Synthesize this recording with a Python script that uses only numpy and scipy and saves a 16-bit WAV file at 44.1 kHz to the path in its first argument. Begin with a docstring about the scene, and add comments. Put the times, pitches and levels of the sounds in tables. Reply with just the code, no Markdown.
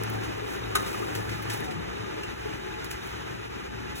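"""A production printer runs in a workshop, heard from beside its output tray.
From the start, fans rush and hum while the paper drive rolls and its gears rattle the cabinet panels.
At 0.75 s a gate clacks and rings, and a sheet slides onto the stack with a hiss of friction.
From 1.3 s the motors stop and a whine falls as the drive coasts down; the rollers fade by 2.6 s.
Paper ticks, brushes and small knocks go on over the fans. Two microphone ports give the width."""
import sys
import numpy as np
from scipy import signal
from scipy.fft import rfft, irfft
from scipy.io import wavfile

SR = 44100
rng = np.random.default_rng(int(sys.argv[2]) if len(sys.argv) > 2 else 0)


def transcribe(u):
    """Save the signal u as a 16-bit wav file named by the first command-line argument.

    u: samples, shape (n,) or (channels, n), limited to [-1, 1]; the rate is SR.
    q: integer samples, one column per channel.
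    """
    v = np.clip(np.atleast_2d(u).T, -1, 1)
    q = np.round(v * 32767).astype(np.int16)
    wavfile.write(sys.argv[1], SR, q)


N = 176400
TIME, BINS = np.arange(N) / SR, np.fft.rfftfreq(N, 1 / SR)

# activity of the rollers and belts: time_s, gain_db
ROLLER_ENVELOPE = [(0, 0.5), (.7, -1.5), (.8, 4), (1.15, 1), (1.4, -3), (1.55, 0.5), (1.8, -3.5), (2.2, -4),
                   (2.6, -15.5), (4, -22)]


def amp(db):
    """Decibels express an amplitude ratio on a logarithmic scale."""
    return 10 ** (np.asarray(db) / 20)


def spectrum(points, hz=BINS):
    """Interpolation of (frequency_hz, value) points on a log-frequency axis."""
    f, value = np.transpose(points)
    return np.interp(np.log(hz + 1), np.log(f + 1), value)


def envelope(points):
    """Amplitude envelope through (time_s, gain_db) points."""
    return amp(np.interp(TIME, *np.transpose(points)))


def noise(density_db):
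    """Spectral shaping gives two independent noises the same power per hertz."""
    return irfft(rfft(rng.standard_normal((2, N))) * amp(density_db), N) * np.sqrt(SR / 2)


def drift(bandwidth_hz):
    """Low-passed noise gives a slow random modulation of unit variance."""
    x = irfft(rfft(rng.standard_normal(N)) * np.exp(-(BINS / bandwidth_hz) ** 2) * (BINS > 0), N)
    return x / (x.std() + 1e-12)


def clicks(per_s, spread_db=6):
    """Shot noise: tiny impacts of uneven size at random times, with unit power."""
    strength = amp(spread_db * np.minimum(rng.exponential(1, N), 4))
    struck = rng.random(N) < per_s / SR
    x = strength * struck * rng.choice([-1, 1], (2, N))
    return x / (x.std() + 1e-12)


def add(mix, start_s, sound):
    """Superposition: a sound adds to the mix from its start time."""
    part = mix[:, max(round(start_s * SR), 0):][:, :sound.shape[1]]
    part += sound[:, :part.shape[1]]


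def burst(colour, rise_s, fall_s, tilt_db_per_octave=0, pivot_hz=8000, size=16384):
    """A noise transient: linear attack, then exponential decay."""
    t, hz = np.arange(size) / SR, np.fft.rfftfreq(size, 1 / SR)
    gain = amp(spectrum(colour, hz) + tilt_db_per_octave * np.log2(np.maximum(hz, 1000) / pivot_hz))
    hiss = irfft(rfft(rng.standard_normal((2, size))) * gain) * np.sqrt(SR / 2)
    return hiss * np.minimum(t / rise_s, 1) * np.exp(-np.maximum(t - rise_s, 0) / fall_s)


def quadrature(cycles, twin_gain=-1):
    """Quadrature: a sinusoid and its twin a quarter cycle away."""
    return np.array([np.sin(2 * np.pi * cycles), twin_gain * np.cos(2 * np.pi * cycles)])


def tone(pitch_hz, level_db, wander_hz, flutter_db, twin_gain=-1, drift_hz=13.4):
    """Rotation radiates a tone, randomly modulated in frequency and amplitude."""
    cycles = np.cumsum(pitch_hz + wander_hz * drift(drift_hz)) / SR + rng.random()
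    return np.sqrt(2) * amp(level_db + flutter_db * drift(drift_hz)) * quadrature(cycles, twin_gain)


def room(sound, wet_db):
    """Reverberation adds a diffuse tail, each band decaying at its own rate."""
    # decay of the workshop: frequency_hz, t60_s
    decay_times = [(200, 0.82), (1500, 0.28), (6000, 0.23), (16000, 0.091)]
    hz, t, bands = signal.stft(rng.standard_normal((2, SR)), SR, nperseg=256)
    decay = amp(-60 * t / spectrum(decay_times, hz)[:, None]) * (t > .006)
    tail = signal.istft(bands * decay, SR, nperseg=256)[1]
    return sound + amp(wet_db) * signal.fftconvolve(sound, tail / np.linalg.norm(tail[0]), axes=1)[:, :N]


def ripple(depth_db=3.5, spacing_hz=39.06, full_depth_hz=4000):
    """Interference from nearby surfaces, taken as random fine peaks and dips in the treble."""
    heights = rng.standard_normal(1103)
    bumps = np.interp(BINS / spacing_hz, np.arange(len(heights)), heights)
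    return amp(depth_db * bumps * np.minimum(BINS / full_depth_hz, 1))


def fans(flutter_db=1.33):
    """Turbulent air gives broadband noise; turning blades and the main motor add tones."""
    # rush of the cooling fans and of the blower's duct: frequency_hz, density_db
    air_spectrum = [(20, -99), (34, -88), (46, -76.5), (85, -72), (200, -67.5), (270, -71), (360, -67.5),
                    (430, -67), (500, -73.5), (620, -74.5), (820, -71), (1000, -73), (1700, -74.5),
                    (2800, -79.5), (4500, -90), (6500, -91), (8000, -98.5), (9500, -99.5), (12000, -100),
                    (16000, -114)]
    duct_spectrum = [(200, -86), (310, -68.5), (355, -75), (400, -71.5), (445, -69), (490, -76), (620, -89)]
    # fan and motor tones, blower drone, faint fan whine: pitch_hz, level_db, wander_hz, flutter_db
    fan_tones = [(47.8, -58.5, 1.8, 3.5), (64.7, -51.5, 2.5, 3), (111, -54.5, 4.3, 6),
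                 (1723, -65, 3.2, 4.5)]
    blower_drone = (376.3, -49, .8, 1.8)
    whine_tone = (859, -57.5, 2.4, 3.5)
    # swells of the fans, duct and whine: time_s, gain_db
    fan_envelope = [(0, 0.98), (1.9, -0.54), (2.4, 0.73), (3.2, 0.41), (4, 0.19)]
    duct_envelope = [(0, 0), (.1, 9.5), (.35, 0), (.47, 8), (.65, 0.5), (.9, 0.5), (1.13, 7), (1.38, -1.5),
                     (1.62, 6.5), (1.85, 5), (2.25, 5), (2.37, -7), (2.52, 5), (2.8, -3.5), (4, -5)]
    whine_envelope = [(0, -2), (.6, -10), (1.5, 6), (1.9, -1), (2.2, 0), (2.75, 8.5), (3.2, -9), (3.6, -1),
                      (3.9, 3.5)]
    air = noise(spectrum(air_spectrum)) * amp(flutter_db * drift(18))
    out_of_band = (BINS < 120) | (BINS > 900)
    duct = noise(spectrum(duct_spectrum) - 60 * out_of_band) * envelope(duct_envelope)
    whine = tone(*whine_tone, twin_gain=-1.35) * envelope(whine_envelope)
    hum = sum(tone(*row) for row in fan_tones)
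    return (air + hum) * envelope(fan_envelope) + duct + tone(*blower_drone) + whine


def cabinet(drive_share=0.5):
    """Forced vibration: gear impacts excite panel resonances, harder while the drive rolls."""
    # panel resonances: centre_hz, width_hz, level_db
    panel_modes = [(1230, 33, -52), (1478, 49, -63.5), (1562, 34, -58), (1652, 47, -57), (1737, 23, -57),
                   (1954, 100, -63), (2440, 150, -62), (2670, 58, -59), (3740, 82, -61.5)]
    out = np.zeros((2, N))
    for centre_hz, width_hz, level_db in panel_modes:
        ring = irfft(rfft(clicks(per_s=70)) / (1 + 1j * (BINS - centre_hz) / width_hz) ** 2, N)
        out += amp(level_db) * ring / ring.std()
    return out * (1 - drive_share + drive_share * envelope(ROLLER_ENVELOPE))


def drive(rattle_db=1.37, half_width_octaves=0.53):
    """Rolling contact makes noise: a whir and a shifting band of rumble, over the drive's hum."""
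    # whir of rollers and belts: frequency_hz, density_db
    roller_spectrum = [(25, -110), (70, -76), (150, -75), (260, -66), (320, -64.5), (440, -64.5),
                       (530, -69), (700, -70.5), (900, -70.5), (1700, -77), (2600, -79.5), (4000, -90),
                       (7000, -95), (16000, -110)]
    # rumble of the paper path: time_s, density_db, centre_hz
    rumble_track = [(0, -68, 180), (.7, -75, 181), (1.1, -73, 160), (1.299, -61.5, 148.5), (1.5, -70, 155),
                    (1.75, -57.5, 137), (1.95, -67, 157), (2.4, -91, 160), (3.3, -77, 230), (3.8, -66, 204)]
    # hum of the drive: pitch_hz, level_db, wander_hz, flutter_db
    hum_tone = (110, -45, -0.33, 1)
    # swell of that hum: time_s, gain_db
    hum_envelope = [(0, 9.5), (.22, 7), (.35, -2.5), (.6, -0.5), (.85, -2), (.95, 2), (1.3, 3), (1.58, 3),
                    (1.68, -12)]
    whir = noise(spectrum(roller_spectrum)) * envelope(ROLLER_ENVELOPE) * amp(rattle_db * drift(65))
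    time_s, density_db, centre_hz = np.transpose(rumble_track)
    hz, t, bands = signal.stft(noise(0), SR, nperseg=2048)
    octaves_off = np.log2((hz[:, None] + 1) / np.interp(t, time_s, centre_hz))
    band_db = np.interp(t, time_s, density_db) - 3 * (octaves_off / half_width_octaves) ** 2
    rumble = signal.istft(bands * amp(band_db), SR, nperseg=2048)[1][:, :N]
    return whir + rumble + tone(*hum_tone) * envelope(hum_envelope)


def motors(ramp_s=0.057, flutter_db=4.5):
    """Pitch follows rotation speed: powered motors hold a note, the coasting drive's whine falls."""
    # feed and exit motors: start_s, stop_s, pitch_hz, level_db, wander_hz
    motor_runs = [(0, 1.3, 770, -52, 2.3), (0, 1.8, 1724, -54, 2.2), (.2, 0.45, 404, -48, 1.74),
                  (.7, 1.3, 404, -45, 0.87), (.92, 1.32, 451, -48, 3)]
    # whine of the coasting drive: time_s, pitch_hz, level_db
    coast_track = [(1.3, 910, -85), (1.451, 851, -56), (1.701, 735, -49), (1.92, 665, -59),
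                   (2.28, 553, -53), (2.5, 497, -92)]
    time_s, coast_hz, coast_db = np.transpose(coast_track)
    glide_hz = np.interp(TIME, time_s, coast_hz)
    out = tone(glide_hz, np.interp(TIME, time_s, coast_db), wander_hz=9.9, flutter_db=flutter_db)
    for start_s, stop_s, pitch_hz, level_db, wander_hz in motor_runs:
        running = np.clip(np.minimum(TIME - start_s, stop_s - TIME) / ramp_s, 0, 1)
        out += tone(pitch_hz, level_db, wander_hz, flutter_db) * running
    return out


def knocks(partner_ratio=1.1, partner_db=-5, rise_s=0.0016):
    """Damped free vibration: small parts, struck once, ring with a close pair of modes."""
    # struck parts of the paper path: start_s, pitch_hz, level_db, t60_s
    strikes = [(.207, 2300, -37, 0.052), (1.68, 2500, -37, 0.055), (2.232, 2750, -33.5, 0.15),
               (2.455, 402, -29, 0.2), (2.535, 2800, -40, 0.049), (2.738, 2480, -32, .06)]
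    out, t = np.zeros((2, N)), np.arange(16384) / SR
    for start_s, pitch_hz, level_db, t60_s in strikes:
        mode = quadrature(pitch_hz * t + rng.random())
        partner = amp(partner_db) * quadrature(partner_ratio * pitch_hz * t + rng.random())
        ring = amp(level_db - 60 * t / t60_s) * np.minimum(t / rise_s, 1)
        add(out, start_s, ring * (mode + partner))
    return out


def paper(crackle_gain=0.47, grain_db=0.5, grain_s=0.0088):
    """Friction makes sliding sheets hiss and crackle; brief contacts give brushes and edge ticks."""
    # colour of paper friction: frequency_hz, gain_db
    colour = [(500, -17), (2000, 3), (4000, -1.5), (7000, -0.5), (10000, 0), (12500, -3), (16000, -3.5)]
    # strength of the sliding: time_s, density_db
    slide_envelope = [(0, -102), (.12, -98), (.43, -101), (.49, -93), (.54, -89.5), (.61, -102), (.74, -98),
                      (.8, -89.5), (.97, -90.5), (1.1, -93.5), (1.2, -93.5), (1.4, -98), (1.47, -100),
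                      (1.55, -91.5), (1.76, -110), (2.25, -108), (2.4, -101), (2.8, -108), (3, -103),
                      (3.06, -92.5), (3.18, -104), (3.9, -112)]
    # paper brushing a guide or the stack: start_s, rise_s, fall_s, density_db, tilt_db_per_octave
    brushes = [(.134, .002, 0.0091, -90, 8), (0.233, 0.0034, 0.026, -85, -5),
               (0.857, 0.0058, 0.056, -82.5, -3), (1.149, 0.0022, 0.015, -75, -2),
               (1.289, 0.0043, 0.016, -83.5, -6), (1.311, 0.0039, 0.083, -88, -6),
               (1.422, 0.0027, 0.014, -87.5, -7), (1.497, 0.0023, 0.04, -77.5, -4.5),
               (1.527, 0.01, 0.012, -77.5, 0.5), (1.639, 0.0039, 0.022, -84.5, -4.5),
               (1.707, 0.0033, 0.018, -86, -6.5), (2.232, 0.0014, 0.0092, -83, -4),
               (2.906, 0.0031, 0.02, -81, -0.5), (3.946, 0.014, 0.16, -85, -1.5)]
    # sheet edges ticking on guides: start_s, fall_s, density_db, tilt_db_per_octave
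    edge_ticks = [(0.0356, 0.00087, -64.5, 5), (.1002, .001, -76, 9), (1.423, .001, -82, 9),
                  (1.4275, .004, -86, 11), (1.501, .001, -73, 3), (1.5765, .001, -77, 4),
                  (1.605, .001, -79, 7), (2.8442, 0.0017, -73, 0), (2.8483, 0.00075, -78, -4),
                  (2.852, .0012, -82, 7), (2.9096, 0.0011, -77, 7), (2.9142, 0.0016, -73, -6)]
    colour_db = spectrum(colour)
    crackle = irfft(rfft(clicks(per_s=600)) * amp(colour_db), N) * np.sqrt(SR / 2)
    out = (noise(colour_db) + crackle_gain * crackle) * envelope(slide_envelope)
    for start_s, rise_s, fall_s, density_db, tilt in brushes:
        add(out, start_s, amp(density_db) * burst(colour, rise_s, fall_s, tilt))
    out *= amp(grain_db * drift(1 / grain_s))
    for start_s, fall_s, density_db, tilt in edge_ticks:
        tick = burst(colour, rise_s=0.00036, fall_s=fall_s, tilt_db_per_octave=tilt)
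        add(out, start_s, amp(density_db) * tick)
    return room(out, wet_db=-10.5)


def gate(ring_rise_s=0.004):
    """Impact excitation: the gate chatters with sharp cracks, and its modes ring from the first blow."""
    # blows of the gate: start_s, gain_db
    blows = [(0.7519, -4.5), (0.755, 1.5), (0.7587, -3.5), (0.7633, -5), (0.767, -6)]
    # crack of each blow: frequency_hz, density_db
    crack_spectrum = [(300, -78), (850, -58), (1300, -47), (1800, -56), (2500, -60), (3300, -63),
                      (4500, -63.5), (7000, -64), (10000, -61), (13000, -71), (16000, -71)]
    # modes of the gate's body: pitch_hz, level_db, t60_s
    body_modes = [(385, -29, 0.32), (756, -39, 0.4), (1077, -27, 0.13), (1240, -16.5, 0.099),
                  (1495, -23.5, 0.11), (1927, -39, .048), (2140, -33, 0.089), (2635, -25, 0.071),
                  (2960, -27, 0.073), (3810, -20, 0.059), (4280, -37, .09), (7055, -27, 0.053),
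                  (9500, -26, .03)]
    out, t = np.zeros((2, N)), np.arange(16384) / SR
    for start_s, gain_db in blows:
        add(out, start_s, amp(gain_db) * burst(crack_spectrum, rise_s=0.00034, fall_s=0.0042))
    for pitch_hz, level_db, t60_s in body_modes:
        ring = amp(level_db - 60 * t / t60_s) * np.minimum(t / ring_rise_s, 1)
        add(out, blows[0][0], ring * quadrature(pitch_hz * t + rng.random()))
    return room(out, wet_db=-12)


def scene():
    """Partial coherence: two ports share part of the summed sound, differing in phase and level."""
    # likeness of the microphone ports: frequency_hz, left_lead_rad, coherence
    port_coherence = [(50, -0.0, 0.93), (130, -1.1, 0.97), (215, -2.4, 0.88), (320, -4.4, 0.91),
                      (450, -4.0, 0.94), (750, -3.0, 0.83), (1000, -2.7, 0.71), (1300, -1.8, 0.79),
                      (1500, -0.6, 0.22), (1750, 1.2, 0.38), (2300, 2.4, 0.21), (2800, 2.6, 0.44),
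                      (3400, 1.6, 0.52), (4000, 2.1, 0.81), (4700, 3.1, 0.98), (7100, 6.6, 0.93),
                      (8000, 8.2, 0.85), (9000, 9.4, 0.99), (10200, 11.3, 0.79), (12000, 13.9, 0.77),
                      (13200, 15.7, 1.0), (14300, 17.4, 0.68), (16000, 19.0, 0.63)]
    # level difference of the ports: frequency_hz, left_minus_right_db
    port_balance = [(60, 0.5), (130, 3.5), (290, 6), (420, 2.5), (640, 0), (1400, 0)]
    running = fans() + drive() + motors() + cabinet() + paper()
    left, twin = rfft(running) * ripple() + rfft(gate() + knocks())
    hz, lead_rad, coherence = np.transpose(port_coherence)
    delay = np.exp(-1j * np.interp(BINS, hz, lead_rad))
    shared = np.clip(np.interp(BINS, hz, coherence), 0, 1)
    right = (shared * left + np.sqrt(1 - shared ** 2) * twin) * delay
    balance = amp(spectrum(port_balance) / 2)
    return irfft(np.array([left * balance, right / balance]), N)


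def record(dry):
    """Band limiting: a low-pass filter removes the treble above 16 kHz."""
    low_pass = signal.firwin(511, 16000, window=("kaiser", 9), fs=SR)
    return signal.oaconvolve(dry, low_pass[None], "same")


dry = scene()
out = record(dry)
transcribe(out)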